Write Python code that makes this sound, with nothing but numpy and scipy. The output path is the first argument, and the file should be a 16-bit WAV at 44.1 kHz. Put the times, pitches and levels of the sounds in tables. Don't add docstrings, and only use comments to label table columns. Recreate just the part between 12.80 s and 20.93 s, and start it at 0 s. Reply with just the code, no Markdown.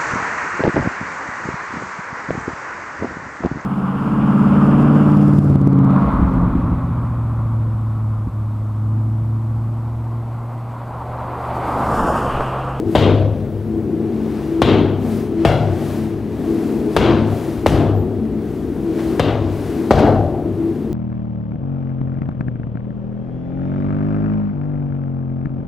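import sys
import numpy as np
from scipy import signal
from scipy.io import wavfile
from scipy.ndimage import uniform_filter1d

SR = 44100
rng = np.random.default_rng(int(sys.argv[2]) if len(sys.argv) > 2 else 0)


def invert_db(level):
    return 10 ** (np.asarray(level, dtype=float) / 20)


def to_wav(sig):
    pcm = np.clip(np.atleast_2d(sig), -1, 1) * 32767
    pcm = np.round(pcm).astype(np.int16)
    wavfile.write(sys.argv[1], SR, pcm.T)


N = 358533
T = np.arange(N) / SR
COARSE = T[::64]


def read(points, hz):
    f, value = np.transpose(points)
    return np.interp(np.log(hz + 1), np.log(f + 1), value)


def evened(x):
    return x / np.sqrt(np.mean(x ** 2) + 1e-20)


def add(mix, s, sound):
    part = mix[..., round(s * SR):][..., :sound.shape[-1]]
    part += sound[..., :part.shape[-1]]


def spread(x, lean_db=3.5):
    return x * invert_db(np.array([[lean_db / 2], [-lean_db / 2]]))


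def colour(points, tilt_db=0, knee=500):
    return lambda hz, t: read(points, hz) + tilt_db * np.log2(1 + hz / knee) + 0 * t


# frequency in Hz, left-right correlation.
SAME = [(30, .93), (80, .98), (500, .99), (3000, .97), (6000, .88), (9000, .89), (13000, .97)]
# frequency in Hz, left minus right in dB.
LEAN = [(30, 6.5), (60, 4.3), (150, 3.6), (1000, 3.9), (3000, 4.8), (5500, 4.2), (8500, -1.4), (14000, -.4)]
# frequency in Hz, phase lead of the left port in radians.
PORTS = [(30, -.3), (120, 0), (2000, -.03), (4400, -.12), (6900, -.5), (9800, 0)]


def noise(field_db, size, count=N, lean=1, patchy_db=0.5):
    hop = size // 4
    hz = np.fft.rfftfreq(size, 1 / SR)[:, None]
    t = np.arange(count // hop + 5) * hop / SR
    a, b, c, d, patch = rng.standard_normal((len(t), len(hz), 5)).T
    patch = uniform_filter1d(patch, size=5, axis=0)
    patch = evened(uniform_filter1d(patch, size=12, axis=1))
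    same = np.clip(read(SAME, hz), -1, 1)
    left = a + 1j * b
    right = same * left + np.sqrt(1 - same ** 2) * (c + 1j * d)
    tilt = invert_db(lean * read(LEAN, hz) / 2)
    ports = np.array([left * tilt, right * np.exp(-1j * read(PORTS, hz)) / tilt])
    z = ports * invert_db(field_db(hz, t) + patchy_db * patch)
    return signal.istft(z, nperseg=size, noverlap=size - hop)[1][:, :count]


def wavering(hz, width, steady=.7):
    r = np.exp(-np.pi * width / SR)
    drift = rng.standard_normal((N, 2)) @ [1, 1j]
    for _ in range(2):
        drift = signal.lfilter([1 - r], [1, -r], drift)
    drift = drift / (abs(drift) + 0.44 * np.std(drift)) ** np.clip(steady, 0, 1)
    return evened((drift * np.exp(2j * np.pi * hz * T)).real)


def swells(rows, rest_db, edge=3.1):
    power = sum(invert_db(2 * db) * np.exp(-abs((COARSE - s) / half) ** edge) for s, half, db in rows)
    return 10 * np.log10(np.interp(T, COARSE, power) + invert_db(2 * rest_db))


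# time of the blow in seconds, stretch of the bending sweep in seconds.
JOINTS = [(0.1511, .0025), (1.8181, .0024), (2.65, .0026), (4.1648, .0022), (4.8612, .0029),
          (6.3953, .0025), (7.1078, .0025)]


def shudders(peaks_db, holds, rise, fall, rest_db):
    power = 0
    for (s, _), db, hold in zip(JOINTS, peaks_db, holds):
        t = np.maximum(COARSE - s, 0)
        onset = 1 - np.exp(-(t / rise) ** 2)
        decay = np.exp(-2 * np.maximum(t - hold, 0) / fall)
        power = power + invert_db(2 * db) * onset * decay
    return 10 * np.log10(np.interp(T, COARSE, power) + invert_db(2 * rest_db))


# frequency in Hz, level in dB per Hz.
HISS = [(1500, -26), (5000, -11), (9000, -1), (15700, -2)]
# frequency in Hz, level in dB.
WHINE = [(14356, -78), (15610, -77)]
# start in seconds, length in seconds, frequency in Hz, level in dB.
SQUEALS = [
    (2.19, .05, 14640, -60),
    (4.803, .05, 14640, -64),
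    (5.07, 0.037, 14640, -62),
    (5.13, 0.13, 14640, -52),
    (5.13, .12, 7320, -66),
    (7.25, 0.037, 14640, -65),
]


def electronics():
    hiss = invert_db(-63.5) * evened(noise(colour(HISS), size=512, lean=0, patchy_db=4))
    tones = sum(invert_db(db) * wavering(hz, 12.0, .4) for hz, db in WHINE)
    for s, length, hz, db in SQUEALS:
        t = T[:round(length * SR)]
        add(tones, s, invert_db(db) * np.sin(2 * np.pi * hz * t) * np.sin(np.pi * t / length))
    return tones + hiss


# frequency in Hz, level in dB per Hz.
RUSH = [(500, -19.5), (1500, 7), (4000, 3), (8000, 2.5), (12000, 3), (15700, -1.5), (16000, -22)]
# frequency in Hz, level in dB per Hz.
SLIDE = [(400, -21), (600, 0), (1000, -6), (2000, -14.5), (4000, -23), (8000, -33), (16000, -44)]
# middle in seconds, half length in seconds, air rush in dB, shoe slide in dB.
GUSTS = [(0.157, 0.058, -56.5, -42), (1.62, 0.21, -63.5, -41.5), (2.342, 0.095, -54, -40),
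         (2.643, 0.058, -76, -40), (3.094, 0.15, -54, -39), (3.835, 0.23, -57.5, -41),
         (4.156, 0.047, -56, -42), (2.88, 0.075, -56, -43), (4.62, 0.19, -55, -40), (5.754, 0.13, -64, -47),
         (6, .1, -64.5, -56), (7.904, 0.12, -69, -49), (6.278, .13, -56.5, -39), (6.9, 0.26, -57, -40)]


def air():
    s, half, rush_db, slide_db = np.transpose(GUSTS)
    duck_db = sum(-20 * np.exp(-((T - at - 0.21) / 0.083) ** 2) for at, _ in JOINTS)
    rush_db = swells(zip(s, half, rush_db), -69.5, 2.4) + duck_db
    slide_db = swells(zip(s, 1.33 * half, slide_db), -43, 1.96)
    press_db = slide_db - slide_db.mean()

    def slide_field_db(hz, t):
        brightening = 0.63 * np.log2(1 + hz / 1500)
        return read(SLIDE, hz) + brightening * np.interp(t, T, press_db)

    rush = evened(noise(colour(RUSH), size=512, lean=.7, patchy_db=.4))
    slide = evened(noise(slide_field_db, size=512, patchy_db=0.65))
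    return invert_db(rush_db + 7.5) * rush + invert_db(slide_db - 0.5) * slide


# shell in dB, floor boom in dB, deep shake in dB,
# wall panels in dB, hold in seconds.
SHUDDERS = [(-14.5, -14.5, -22, -20.5, 0.38), (-10.5, -18.5, -25.5, -21.5, 0.37),
            (-25, -18, -42, -19.5, 0.3), (-12.5, -20, -25, -21, 0.37), (-12.5, -16, -20.5, -20.5, 0.34),
            (-26, -19.5, -26.5, -25.5, 0.36), (-13, -16, -16.5, -19.5, .36)]
# frequency in Hz, level in dB per Hz.
SHELL = [(130, -45), (180, -8), (215, -2), (260, -2), (295, -4.5), (335, 2.4), (380, -4.5), (450, -9.5),
         (510, -18), (700, -21.5), (1200, -40), (2500, -100)]
# frequency in Hz, width in Hz, level in dB over the rumble.
STRANDS = [(251.2, 5.3, -17), (293, 10, -16), (385.6, 9.4, -16.5), (421, 9.3, -17), (465, 8.6, -23)]
# time in seconds, shell rumble in dB.
LOAD = [(0, -17), (.5, -24.5), (.8, -25), (1, -19), (1.4, -18.5), (1.6, -20.5), (2.3, -21), (3.05, -20.5),
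        (3.4, -22), (3.75, -17.5), (4.1, -15.5), (4.7, -22), (5.4, -19.5), (5.8, -21.5), (6.3, -17.5),
        (6.75, -22), (7, -17.5), (8.13, -20)]
# middle in seconds, half length in seconds, level in dB.
SECOND = [(.05, 0.019, -21), (.9, 0.44, -27.5), (1.4, 0.18, -21.5), (1.98, 0.043, -23), (2.3, 0.088, -21.5),
          (3.3, 0.19, -22), (3.9, 0.16, -23), (4.35, 0.14, -15.5), (4.98, 0.088, -21.5),
          (5.52, 0.11, -20.5), (6.5, 0.029, -19.5), (7.2, 0.12, -17), (8.05, .08, -21.5)]
# middle in seconds, half length in seconds, level in dB.
THIRD = [(.11, 0.037, -12), (.96, 0.041, -18.5), (1.3, 0.14, -17.5), (1.76, 0.077, -12.5), (2, 0.2, -21.5),
         (2.6, .07, -12.5), (3.05, 0.28, -21), (3.75, 0.07, -12.5), (4.05, 0.23, -20), (4.32, 0.057, -12.5),
         (4.72, .07, -20), (4.9, 0.11, -18), (5.23, 0.02, -14), (6.18, 0.15, -11.5), (6.7, 0.064, -22.5),
         (7.05, 0.1, -22), (7.5, 0.21, -31), (7.86, 0.072, -14.5)]


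def drive():
    struck_db, *_, hold = np.transpose(SHUDDERS)
    load_s, load_db = np.transpose(LOAD)
    shell_db = shudders(struck_db, 0.48 * hold, rise=0.067, fall=0.12, rest_db=np.interp(T, load_s, load_db))
    second_db, third_db = swells(SECOND, -31.5), swells(THIRD, -34.5)
    shell = invert_db(shell_db - 4.5) * evened(noise(colour(SHELL), size=2048))
    tones = invert_db(second_db - 4.0) * wavering(220., 3.5, 0.46)
    tones += invert_db(third_db - 7.5) * wavering(330., 5.5, 1.0)
    tones += sum(invert_db(shell_db + db) * wavering(hz, width, 0.15) for hz, width, db in STRANDS)
    tones += invert_db(-54.5) * wavering(720., 6.2, 0.29)
    return shell + spread(tones)


# frequency in Hz, level in dB per Hz.
SHAKE = [(15, -41), (30, -30.5), (45, -13.5), (60, 2.5), (80, 1.5), (100, -16.5), (140, -51), (250, -96)]
# middle in seconds, half length in seconds, level in dB.
STIRS = [
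    (.07, 0.035, -19),
    (.78, 0.042, -20.5),
    (1.12, 0.15, -26),
    (3.28, 0.045, -24.5),
    (3.46, .05, -26),
    (7.72, 0.032, -23),
    (7.95, 0.074, -29),
]


def floor():
    _, boom_db, shake_db, walls_db, hold = np.transpose(SHUDDERS)
    stirs_db = swells(STIRS, -40.5, 1.1)
    linger_db = shudders(boom_db - 8, hold, rise=0.036, fall=0.49, rest_db=stirs_db)
    boom_db = shudders(boom_db, hold, rise=0.036, fall=0.026, rest_db=linger_db)
    shake_db = shudders(shake_db, 0.16 * hold, rise=.012, fall=0.22, rest_db=-33.5)
    walls_db = shudders(walls_db, 0.34 * hold, rise=0.011, fall=0.24, rest_db=-31.5)
    boom = invert_db(boom_db - 4.0) * wavering(101., 11.0, 0.71)
    walls = invert_db(walls_db - 0.35) * wavering(145., 55.3, 1.0)
    shake = evened(noise(colour(SHAKE), size=4096, patchy_db=.8))
    return spread(boom + walls, 4.8) + invert_db(shake_db - 2.4) * shake


# frequency in Hz, level in dB per Hz.
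ROAR = [(200, -36.5), (450, 6), (900, -2), (1500, -8.5), (2400, -23), (4500, -23), (7000, -31.5),
        (11000, -45), (16000, -65)]
# frequency in Hz, decay time over 60 dB in seconds.
SHAFT = [(400, 1.4), (1000, 0.79), (2000, 0.58), (4000, 0.62), (7000, 0.62), (12000, 0.12)]
# frequency in Hz, width in Hz, level in dB.
RAIL = [(1460, 160, -8), (2180, 170, -4), (2780, 180, -4), (3330, 200, -6), (4030, 210, -15),
        (4700, 200, -18), (5460, 220, -27)]


def roar(roar_db, build, decay, clang_db, sheet_db, rail_db, clang_hz):
    def field_db(hz, t):
        clang = invert_db(clang_db) * np.exp(-((hz - clang_hz) / 120) ** 2)
        sheet_width = np.where(hz > 3150, 900, 1300)
        sheet = invert_db(sheet_db) * np.exp(-((hz - 3150) / sheet_width) ** 2)
        fading_db = rail_db - 25 * t
        rail = sum(invert_db(fading_db + db) * np.exp(-((hz - f) / width) ** 2) for f, width, db in RAIL)
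        colour_db = 20 * np.log10(invert_db(read(ROAR, hz)) + clang + sheet + rail)
        hold = 2.97 * build / (1 + (hz / 5000) ** 2)
        return colour_db - 60 * np.maximum(t - hold, 0) / (decay * read(SHAFT, hz))

    t = T[:round(1.4 * SR)]
    tail = noise(field_db, size=1024, count=len(t), patchy_db=1.4)
    tail = tail / np.sqrt(np.mean(tail[:, :4000] ** 2))
    rattle = invert_db(0.9 * evened(uniform_filter1d(rng.standard_normal(len(t)), size=180)))
    shape = 2.13 * np.exp(-t / 0.012) + 0.41 + .5 * (1 - np.exp(-(t / build) ** 2))
    return invert_db(roar_db) * tail * shape * rattle * (1 - np.exp(-t / 0.0027))


def clank(clank_db):
    t = T[:round(.05 * SR)]
    envelope = np.exp(-t / 0.0029) * (1 - np.exp(-t / 0.0048))
    return spread(invert_db(clank_db) * np.sin(2 * np.pi * 650 * t) * envelope)


def fizz(fizz_db, flash_db, rebound_db):
    t = T[:round(.4 * SR)]
    sizzle = evened(noise(colour(RUSH, -8.3, 3000), size=256, count=len(t), lean=0.87))
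    flash = invert_db(flash_db) * np.exp(-((t - .0021) / .0003) ** 2)
    rebound = invert_db(rebound_db) * np.exp(-((t - .0058) / .001) ** 2)
    trim = invert_db(fizz_db) * np.exp(-t / 0.095) * (1 - np.exp(-t / 0.0034))
    return sizzle * (flash + rebound + trim)


# frequency in Hz, level in dB per Hz.
CRACK = [(200, -6), (700, 0), (1500, -4), (3000, -15), (6000, -25), (15000, -38)]


def snap(peak_db, length, bright_db=0):
    burst = evened(noise(colour(CRACK, bright_db), size=256, count=3000))
    t = T[:burst.shape[1]]
    return invert_db(peak_db) * burst * (t / length) * np.exp(1 - t / length)


def blow(stretch, crack_db, thump_db):
    t = T[:round(.12 * SR)]
    hz = 55 + 1550 / (1 + t / stretch) ** 2
    sweep = -np.sin(2 * np.pi * np.cumsum(hz) / SR)
    crack = invert_db(crack_db) * np.exp(-((t - .002) / (.72 * stretch)) ** 2)
    thump = invert_db(thump_db) * np.exp(-t / 0.033)
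    return spread(sweep * (crack + thump) * (1 - np.exp(-t / 0.00087)))


CRACKS_DB = [0, -2.5, -2, -2.5, 1.5, -9, 0]
# thump in dB, snap in dB, bracket clank in dB.
KNOCKS = [
    (-10.5, -14, -27),
    (-11.5, -9, -40),
    (-8, -10, -8),
    (-19, -7, -39),
    (-11, -14.5, -16),
    (-11.5, -9.5, -24),
    (-6, -11.5, -2),
]
# fizz in
# dB, flash in dB, rebound flash in dB.
BURSTS = [(-40, -27, -38), (-42, -21, -38), (-35, -27, -50), (-39, -24, -40), (-30.5, -29, -18),
          (-51, -19, -38), (-45, -31, -31)]
# roar in dB, build-up in seconds, decay factor.
ANSWERS = [(-17, 0.042, 1.14), (-19, 0.046, 1.14), (-17, 0.03, 1.05), (-17.5, 0.055, 1.15),
           (-21, 0.063, 0.98), (-21, 0.041, 0.98), (-14.5, 0.061, 0.94)]
# dull clang in dB, bright sheet in dB, rail ring in dB, clang in Hz.
RINGS = [
    (3, -11, -44, 563),
    (-37, -10, -16, 640),
    (8, -34, 0, 663),
    (-15.5, -18, -16, 1000),
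    (0, -21, -31, 720),
    (-2, -14, -20, 610),
    (9.5, -37, -16, 678),
]
# start in seconds, peak in dB, length in seconds.
TICKS = [
    (0.601, -45, .003),
    (5.452, -44, 0.003),
    (6.184, -33, 0.01),
    (7.184, -27, .008),
    (7.264, -38, 0.0023),
]


def knocks():
    out = np.zeros((2, N))
    rows = zip(JOINTS, CRACKS_DB, KNOCKS, BURSTS, ANSWERS, RINGS)
    for (s, stretch), crack_db, (thump_db, snap_db, clank_db), trim, answer, ring in rows:
        add(out, s, blow(stretch, crack_db, thump_db))
        add(out, s, snap(snap_db, 0.00081, bright_db=-0.5))
        add(out, s + 0.0036, snap(snap_db - 6.5, 0.0014))
        add(out, s, fizz(*trim))
        add(out, s, clank(clank_db))
        add(out, s, roar(*answer, *ring))
    for s, peak_db, length in TICKS:
        add(out, s, snap(peak_db, length, bright_db=1.0))
    return out


def scene():
    return electronics() + air() + drive() + floor() + knocks()


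def band_limit(x):
    return signal.sosfilt(signal.butter(12, 16360, fs=SR, output="sos"), x)


def record(dry):
    low_pass = signal.firwin(511, 15800, window=("kaiser", 9), fs=SR)
    limited = signal.oaconvolve(dry, low_pass[None], "same")
    mix = np.clip(limited, -1, 1)
    return band_limit(mix)


dry = scene()
out = record(dry)
to_wav(out)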